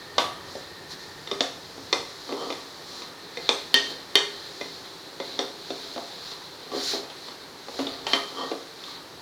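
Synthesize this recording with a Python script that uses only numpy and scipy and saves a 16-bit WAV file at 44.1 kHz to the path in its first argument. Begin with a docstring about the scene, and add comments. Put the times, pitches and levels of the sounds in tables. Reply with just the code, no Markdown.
"""A wooden spatula stirs grated coconut in a pan on a gas stove, in a small hard kitchen, a phone just above.
Throughout, filtered noise gives the room hum, burner hiss, breathy tone and distant rumble; dense grains the crumbs.
From 0.18 s to 8.84 s, knocks excite modes of pan and blade, with cracks of noise; drags feed the pan random slips.
Noise tails return the pan's sound as an echo, and the hardest knocks are clipped."""
import sys
import numpy as np
from scipy import signal
from scipy.fft import rfft, irfft
from scipy.io import wavfile
from scipy.ndimage import uniform_filter1d

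SR = 44100
rng = np.random.default_rng(int(sys.argv[2]) if len(sys.argv) > 2 else 0)


def how_loud(loudness_db):
    """Turn decibels into a plain amplitude multiplier (0 dB gives 1, 20 dB gives 10)."""
    steps = np.asarray(loudness_db, float) / 20
    return 10 ** steps


def dump_mix(stems):
    """Bounce the given channels to the path in sys.argv[1] as a 16-bit WAV at rate SR."""
    frames = np.atleast_2d(stems).T  # one column per channel
    limited = np.clip(frames, -1, 1)  # hard clip at full scale
    pcm = np.round(limited * 32767).astype(np.int16)
    wavfile.write(sys.argv[1], SR, pcm)


N = 406161

# Knocks of the spatula. Each row: time in seconds, pan floor level in dB, spot from 0 (middle) to 1 (rim),
# blade edge level in dB, blade flat level in dB; levels are relative.
KNOCK_TABLE = [(.182, -21, 0.6, -14.5, -26), (0.553, -29.5, 0, -41, -51), (1.274, -42, .7, -32, -45),
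               (1.314, -24.5, 0.43, -24, -33), (1.407, -21, 0.41, -13, -23), (1.779, -37, 0.38, -44, -51),
               (1.928, -18.5, .4, -11.5, -19), (2.2916, -31, 0.47, -41, -45),
               (2.3244, -26, 0.17, -33, -29.5), (2.503, -26, 0.37, -30, -35), (2.526, -36.5, .45, -30, -37),
               (3.02, -41, 0.6, -36, -41), (3.372, -32, 0.37, -33, -31.5), (3.4911, -20.5, 0.31, -10, -17),
               (3.7422, -28.5, 0.98, -11.5, -24), (4.1548, -22.5, 0.95, -10.5, -20),
               (4.612, -30.5, 0.36, -30.5, -28), (5.201, -26.5, 0.14, -32, -33),
               (5.391, -21, 0.39, -17.5, -32), (5.705, -27, 0.2, -30.5, -51), (5.9621, -26.5, 0, -41, -49),
               (5.979, -27.5, 0.35, -36, -46), (6.317, -49, .6, -32, -61), (6.7175, -34, 0.52, -38, -39),
               (6.935, -26, .2, -45, -40), (7.031, -39, .1, -47, -59), (7.285, -42, .6, -32.5, -54),
               (7.684, -33, 0.35, -37, -46), (7.7914, -22.5, 0.34, -39, -52),
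               (7.8691, -30.5, 0.23, -29, -56), (8.068, -32, 0.905, -35, -42), (8.134, -20, 0.9, -38, -19),
               (8.154, -29.5, .6, -42, -48), (8.5153, -26, 0, -34.5, -40), (8.839, -50, 0, -33, -49)]


def level(x, db):
    """Root-mean-square normalisation: scale a signal to an rms level in dB."""
    return x * how_loud(db) / np.sqrt(np.mean(x ** 2))


def curve(table):
    """Linear interpolation of a (seconds, dB) table, one value per sample."""
    seconds, db = np.transpose(table)
    return np.interp(np.arange(N) / SR, seconds, db)


def colour(x, spectrum):
    """Minimum-phase filtering by (Hz, dB) points: the folded cepstrum lets nothing sound before a blow."""
    hz, db = np.transpose(spectrum)
    size = 4096
    log_hz = np.log(np.fft.rfftfreq(size, 1 / SR) + 1)
    log_gain = np.log(how_loud(np.interp(log_hz, np.log(hz), db)))
    cepstrum = irfft(log_gain)
    cepstrum[1:size // 2] *= 2
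    cepstrum[size // 2 + 1:] = 0
    response = irfft(np.exp(rfft(cepstrum)))
    return signal.fftconvolve(x, response)[:len(x)]


def ring(push, hz, t60):
    """Damped resonance: a unit blow gives one mode a fading sine that starts from amplitude 1."""
    radius = np.exp(-np.log(1000) / (max(t60, .01) * SR))
    angle = 2 * np.pi * hz / SR
    return signal.lfilter([np.sin(angle)], [1, -2 * radius * np.cos(angle), radius ** 2], push)


def walk(rate):
    """Slow random modulation: levels held 1 / rate s and smoothed twice, with a spread of about 0.7."""
    hold = int(SR / rate)
    steps = np.repeat(rng.standard_normal(N // hold + 1), hold)
    return uniform_filter1d(uniform_filter1d(steps, hold), hold)[:N]


def grains(rate, spread_db):
    """Shot noise: tiny slips at random moments (rate per second), most small, a few large; rms 1."""
    size = how_loud(spread_db * rng.exponential(size=N)) * rng.standard_normal(N)
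    return level(size * (rng.random(N) < rate / SR), 0)


def strokes(table, first_idle_db, second_idle_db):
    """Power addition: every stroke swells to its peak and fades over a steady idle; two level tracks in dB."""
    t = np.arange(0, N, 64) / SR
    peak, rise, fall, *columns = np.transpose(table)[:, :, None]
    distance = np.where(t < peak, (peak - t) / rise.clip(.01), (t - peak) / fall.clip(.01))
    fade = -10 * distance ** 1.55  # a stroke is 10 dB down one rise or fall time away from its peak
    tracks = []
    for db, idle_db in zip(columns, (first_idle_db, second_idle_db)):
        power = np.sum(how_loud(db + fade) ** 2, axis=0) + how_loud(idle_db) ** 2
        tracks.append(np.interp(np.arange(N) / SR, t, 10 * np.log10(power)))
    return tracks


def kitchen():
    """Filtered noise: slightly swelling room hum and burner hiss, the burner's breathy tone, a distant rumble."""
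    # Spectrum of room and burner. Each row: frequency in Hz, relative level in dB.
    hum_spectrum = [(15, -45), (25, -22), (48, -51), (157, 0.5), (212, -6), (384, 4), (641, -5.5),
                    (887, -1.5), (1610, -6.5), (1790, -6.5), (2690, -12.5), (4250, -8), (8140, -21),
                    (14800, -25.5), (16000, -32)]
    # Narrow breathy tone of the burner. Each row: time in seconds, relative level in dB.
    burner_track = [(0.0, -52), (1.33, -52.5), (1.6, -61.5), (4.4, -55), (5, -64), (9.21, -66)]
    # Distant rumble through the walls. Each row: time in seconds, relative level in dB.
    rumble_track = [(0.0, -52.5), (0.25, -54), (2.0, -56), (2.3, -61.5), (7.7, -63), (7.9, -57), (8.7, -68),
                    (9.21, -59)]
    # Spectrum of that rumble. Each row: frequency in Hz, relative level in dB.
    rumble_spectrum = [(18, -46), (30, -24), (43, -3.5), (70, -2), (91, 5), (167, 2.5), (200, -1.5),
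                       (260, -24), (440, -120)]
    burner_hz, burner_width_hz = 1814, 92

    hum = level(colour(rng.standard_normal(N), hum_spectrum), -45.5) * how_loud(0.12 * walk(4.4))
    # a resonance's bandwidth is inverse to its decay time
    breath = ring(rng.standard_normal(N), burner_hz, np.log(1000) / (np.pi * burner_width_hz))
    breath = level(breath, 0.62) * how_loud(curve(burner_track))
    rumble = level(colour(rng.standard_normal(N), rumble_spectrum), -1.0)
    rumble = rumble * how_loud(curve(rumble_track) + walk(4.87))
    return hum + breath + rumble


def echo(x):
    """Diffuse reverberation: hard walls and worktop return a dense late tail, its pattern wandering at random."""
    # Spectrum of the returned sound. Each row: frequency in Hz, relative gain in dB.
    echo_spectrum = [(150, -12.5), (400, 0.5), (1200, 3), (2700, -2), (4300, -2), (7000, 4), (16000, 31.5)]
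    t60_s, build_up_s, echo_db = 0.41, 0.0036, -3.5

    t = np.arange(SR // 2) / SR
    paths = np.array([walk(4) for _ in range(4)])
    paths = paths / np.sqrt(np.sum(paths ** 2, axis=0))  # constant total power
    envelope = how_loud(-60 * t / t60_s) * (1 - np.exp(-t / build_up_s))
    tails = rng.standard_normal((len(paths), len(t))) * envelope
    tails = tails / np.sqrt(np.sum(tails ** 2, axis=1, keepdims=True))  # unit energy
    returned = signal.fftconvolve(x * paths, tails, axes=1)[:, :N].sum(axis=0)
    return how_loud(echo_db) * colour(returned, echo_spectrum)


def crumbs():
    """Granular friction: dry crumbs slide over the coating as dense, slightly patchy grains."""
    # Sweeps through the crumbs. Each row: time when fastest in seconds, rise in seconds, fall in seconds,
    # crumb hiss level in dB, bright scrape level in dB.
    sweeps = [(.53, 0.075, 0.16, -48, -46), (.92, 0.028, 0.034, -41, -41.5), (1.03, 0.075, .1, -50, -48),
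              (1.4, 0.36, .5, -51, -51), (1.9, 0.41, .5, -62, -52.5), (2.45, 0.52, 0.39, -46, -46.5),
              (2.97, 0.16, .13, -42.5, -44.5), (3.45, 0.14, 0.72, -43, -49), (3.9, 0.1, 0.05, -37, -44),
              (4.58, 0.54, 0.54, -44.5, -48), (5.3, 0.14, 0.27, -43.5, -49), (5.8, 0.26, 0.78, -40.5, -47),
              (6.3, 0.093, 0.067, -39, -45.5), (6.76, 0.04, 0.093, -40, -44), (6.89, 0.1, .1, -30.5, -30.5),
              (7.27, 0.19, 0.12, -44.5, -51), (7.8, 0.15, 0.079, -43, -43.5),
              (7.92, 0.081, 0.07, -38.5, -52), (8.12, .05, 0.11, -34, -45), (8.45, 0.6, 0.26, -44, -47.5),
              (8.9, 0.12, 0.086, -40.5, -48.5)]
    # Spectrum of the hiss. Each row: frequency in Hz, relative level in dB.
    hiss_spectrum = [(900, -18), (1500, -11.5), (2040, -12), (2800, -16), (3600, -3.5), (4170, 1.5),
                     (4900, -9), (5800, -41), (8000, -34)]
    # Spectrum of the bright scrape. 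Each row: frequency in Hz, relative level in dB.
    scrape_spectrum = [(3000, -36), (4000, 7), (5400, 4.5), (6550, -2.5), (7300, -3.5), (8050, -14.5),
                       (9900, -11.5), (11300, -17.5), (12200, -24), (14700, -14), (16000, -46)]

    # between strokes the blade still stirs a little
    hiss_db, scrape_db = strokes(sweeps, first_idle_db=-51, second_idle_db=-58)
    hiss = level(colour(grains(25000, 0.63), hiss_spectrum), 0) * how_loud(hiss_db + 2.2 * walk(25))
    scrape = level(colour(grains(25000, 0.58), scrape_spectrum), 0) * how_loud(scrape_db + 0.1 * walk(5.8))
    return hiss + scrape


def blows():
    """Position-dependent excitation: levels in dB that each knock gives floor, wall, rim, blade edge and flat."""
    # A blow nearer the edge wakes the wall, then the rim. Each row: spot from 0 (middle) to 1 (rim),
    # wall level above the floor in dB, rim level above the floor in dB.
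    reach_table = [(0, -34, -32), (.6, 3.5, -39.5), (1, -5.5, 24)]
    _, floor, spot, edge, flat = np.transpose(KNOCK_TABLE)
    reach, wall, rim = np.transpose(reach_table)
    return floor, floor + np.interp(spot, reach, wall), floor + np.interp(spot, reach, rim), edge, flat


def clicks():
    """Broadband impact: each knock cracks for a millisecond or two, some extra sharply, then the pan rattles."""
    # Extra cracks, mostly on the knocks. Each row: time in seconds, relative level in dB.
    extra_cracks = [(.182, -2.5), (1.274, -31), (2.5037, -19), (5.3905, -39), (7.1005, -21), (7.7913, -14),
                    (7.869, -27), (8.067, -8.5), (8.135, -8), (8.515, -20), (8.839, -37)]
    # Spectrum of a crack. Each row: frequency in Hz, relative level in dB.
    crack_spectrum = [(180, -17), (300, 2), (689, 11.5), (1900, 2), (3760, 9.5), (6100, -9), (6740, -9),
                      (8940, -26), (9880, -23), (16000, -56)]

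    out, t = np.zeros(N), np.arange(8000) / SR
    _, _, rim, edge, _ = blows()
    knock_s = np.array(KNOCK_TABLE)[:, 0]
    cracks = list(extra_cracks) + list(zip(knock_s, np.maximum(edge + 2.0, rim - 5.0)))
    noise = rng.standard_normal((len(cracks), len(t)))
    snap = noise * (np.exp(-t / 0.00051) + how_loud(-7.5) * np.exp(-t / 0.0043))
    snap = snap / np.sqrt(np.mean(snap[:, :60] ** 2, axis=1, keepdims=True))  # rms 1 at the onset
    rattle = noise * np.exp(-t / 0.045)  # of the pan on the grate
    sounds = how_loud(-16) * snap + how_loud(-23.5) * rattle
    for (seconds, db), sound in zip(cracks, sounds):
        at = int(seconds * SR)
        out[at:at + len(t)] += how_loud(db) * sound
    return colour(out, crack_spectrum)


def struck(modes, blow_db, drag, chatter_s, chatter_db):
    """Modal superposition: knocks (a blow and a short uneven chatter) and drags excite a set of modes."""
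    spot_db = 1.5  # each knock lands on another spot, so a mode's share changes by this spread
    at = (np.array(KNOCK_TABLE)[:, 0] * SR).astype(int)
    t = np.arange(2000) / SR
    share = rng.standard_normal((len(at), len(modes)))
    chatter = rng.standard_normal((len(at), len(t))) * np.exp(-t / chatter_s)
    chatter = how_loud(chatter_db) * chatter / np.sqrt(np.sum(chatter ** 2, axis=1, keepdims=True))
    jolt = chatter + (t == 0)  # the blow itself is a unit impulse
    out = 0
    for k, (hz, db, t60) in enumerate(modes):
        push = drag.copy()
        push[at[:, None] + np.arange(len(t))] += jolt * how_loud(blow_db + spot_db * share[:, k])[:, None]
        out = out + how_loud(db) * ring(push, hz, t60)
    return out


def pan():
    """Impact and stick-slip excitation: knocks ring pan and blade, drags the pan; food cushions floor blows."""
    # Modes of the loaded floor. 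Each row: frequency in Hz, relative level in dB, 60 dB decay in seconds.
    floor_modes = [(276.6, -6, 0.23), (331.4, -8.5, 0.08), (401.4, -2.5, 0.059), (470, -3.5, 0.055),
                   (540, -3.5, 0.043), (594, -10, 0.019), (679, -5, 0.028), (785, -25, 0.036)]
    # Modes of the wall. Each row: frequency in Hz, relative level in dB, 60 dB decay in seconds.
    wall_modes = [(1005, -2, 0.055), (1153, 7, 0.033), (1241, -12.5, 0.29), (1510, -17, 0.084)]
    # Modes of the free rim. Each row: frequency in Hz, relative level in dB, 60 dB decay in seconds.
    rim_modes = [(409.2, -14, 0.41), (1859, -10.5, 0.16), (3128, -1.5, 0.088), (3286, 0.5, 0.03),
                 (3540, -23, 0.025), (4340, 3, 0.013), (5380, -15, 0.044), (6000, -22, 0.036)]
    # Modes of the blade's edge. Each row: frequency in Hz, relative level in dB, 60 dB decay in seconds.
    edge_modes = [(3650, 2, .013), (4280, -3, .011), (4885, -8, .01), (5550, -11, .01)]
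    # Modes of the blade's flat. Each row: frequency in Hz, relative level in dB, 60 dB decay in seconds.
    flat_modes = [(2082, 0, .04), (2425, -1, .02)]
    # Blade dragged along the pan. Each row: time when hardest in seconds, rise in seconds, fall in seconds,
    # relative level on the floor in dB, relative level on the wall in dB.
    drags = [(.3, .3, .4, -41.5, -40.5), (2.31, 0.032, 0.15, -26, -34), (2.43, 0.076, 0.086, -27.5, -27),
             (2.97, 0.3, .2, -41.5, -45), (3.93, 0.14, 0.02, -32, -48), (4.35, 0.26, 0.2, -40.5, -45),
             (5.38, 0.058, 0.073, -36, -57), (5.9, .15, 0.11, -40, -51), (6.3, .15, .12, -54, -44),
             (6.755, 0.034, 0.04, -18.5, -30), (6.96, 0.061, 0.068, -29, -35),
             (7.8, 0.065, 0.33, -32.5, -41), (8.42, 0.074, 0.057, -24, -24),
             (8.52, 0.014, 0.028, -23.5, -47), (8.87, 0.055, 0.13, -56, -36.5)]
    # Soft contact of wood on a coated pan: little treble gets into the modes.
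    # Each row: frequency in Hz, gain in dB.
    contact_spectrum = [(100, -8), (5500, -0.5), (8000, -9), (16000, -57)]

    floor, wall, rim, edge, flat = blows()
    floor_db, wall_db = strokes(drags, first_idle_db=-46.5, second_idle_db=-71)
    still = np.zeros(N)
    wall_drag = how_loud(wall_db - 35.0) * grains(1500, 2.5)
    floor_drag = how_loud(floor_db - 29.5) * grains(1200, 2.5)
    parts = struck(floor_modes, floor, floor_drag, chatter_s=0.013, chatter_db=4.5)
    parts = parts + struck(wall_modes, wall, wall_drag, chatter_s=0.06, chatter_db=-14.5)
    parts = parts + struck(rim_modes, rim, how_loud(-3) * wall_drag, chatter_s=0.003, chatter_db=-15)
    parts = parts + struck(edge_modes, edge, still, chatter_s=0.0047, chatter_db=2.5)
    parts = parts + struck(flat_modes, flat, still, chatter_s=0.0014, chatter_db=0.5)
    # a pan this small hardly radiates bass below 274 Hz
    radiation = signal.butter(4, 274, "high", fs=SR, output="sos")
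    return signal.sosfilt(radiation, colour(parts, contact_spectrum) + clicks())


def scene():
    """Linear superposition: the pan with its echo and the crumbs, over the kitchen hum."""
    near = pan()
    mix = near + echo(near) + crumbs() + kitchen()
    return mix[None]


def roll_off(x):
    """The treble ends steeply here."""
    return signal.sosfilt(signal.butter(12, 16900, fs=SR, output="sos"), x)


def record(dry):
    """Hard clipping: the hardest knocks overload the phone's input."""
    clip_level = .72  # of full scale
    finished = np.clip(dry, -clip_level, clip_level)
    return roll_off(finished)


dry = scene()
out = record(dry)
dump_mix(out)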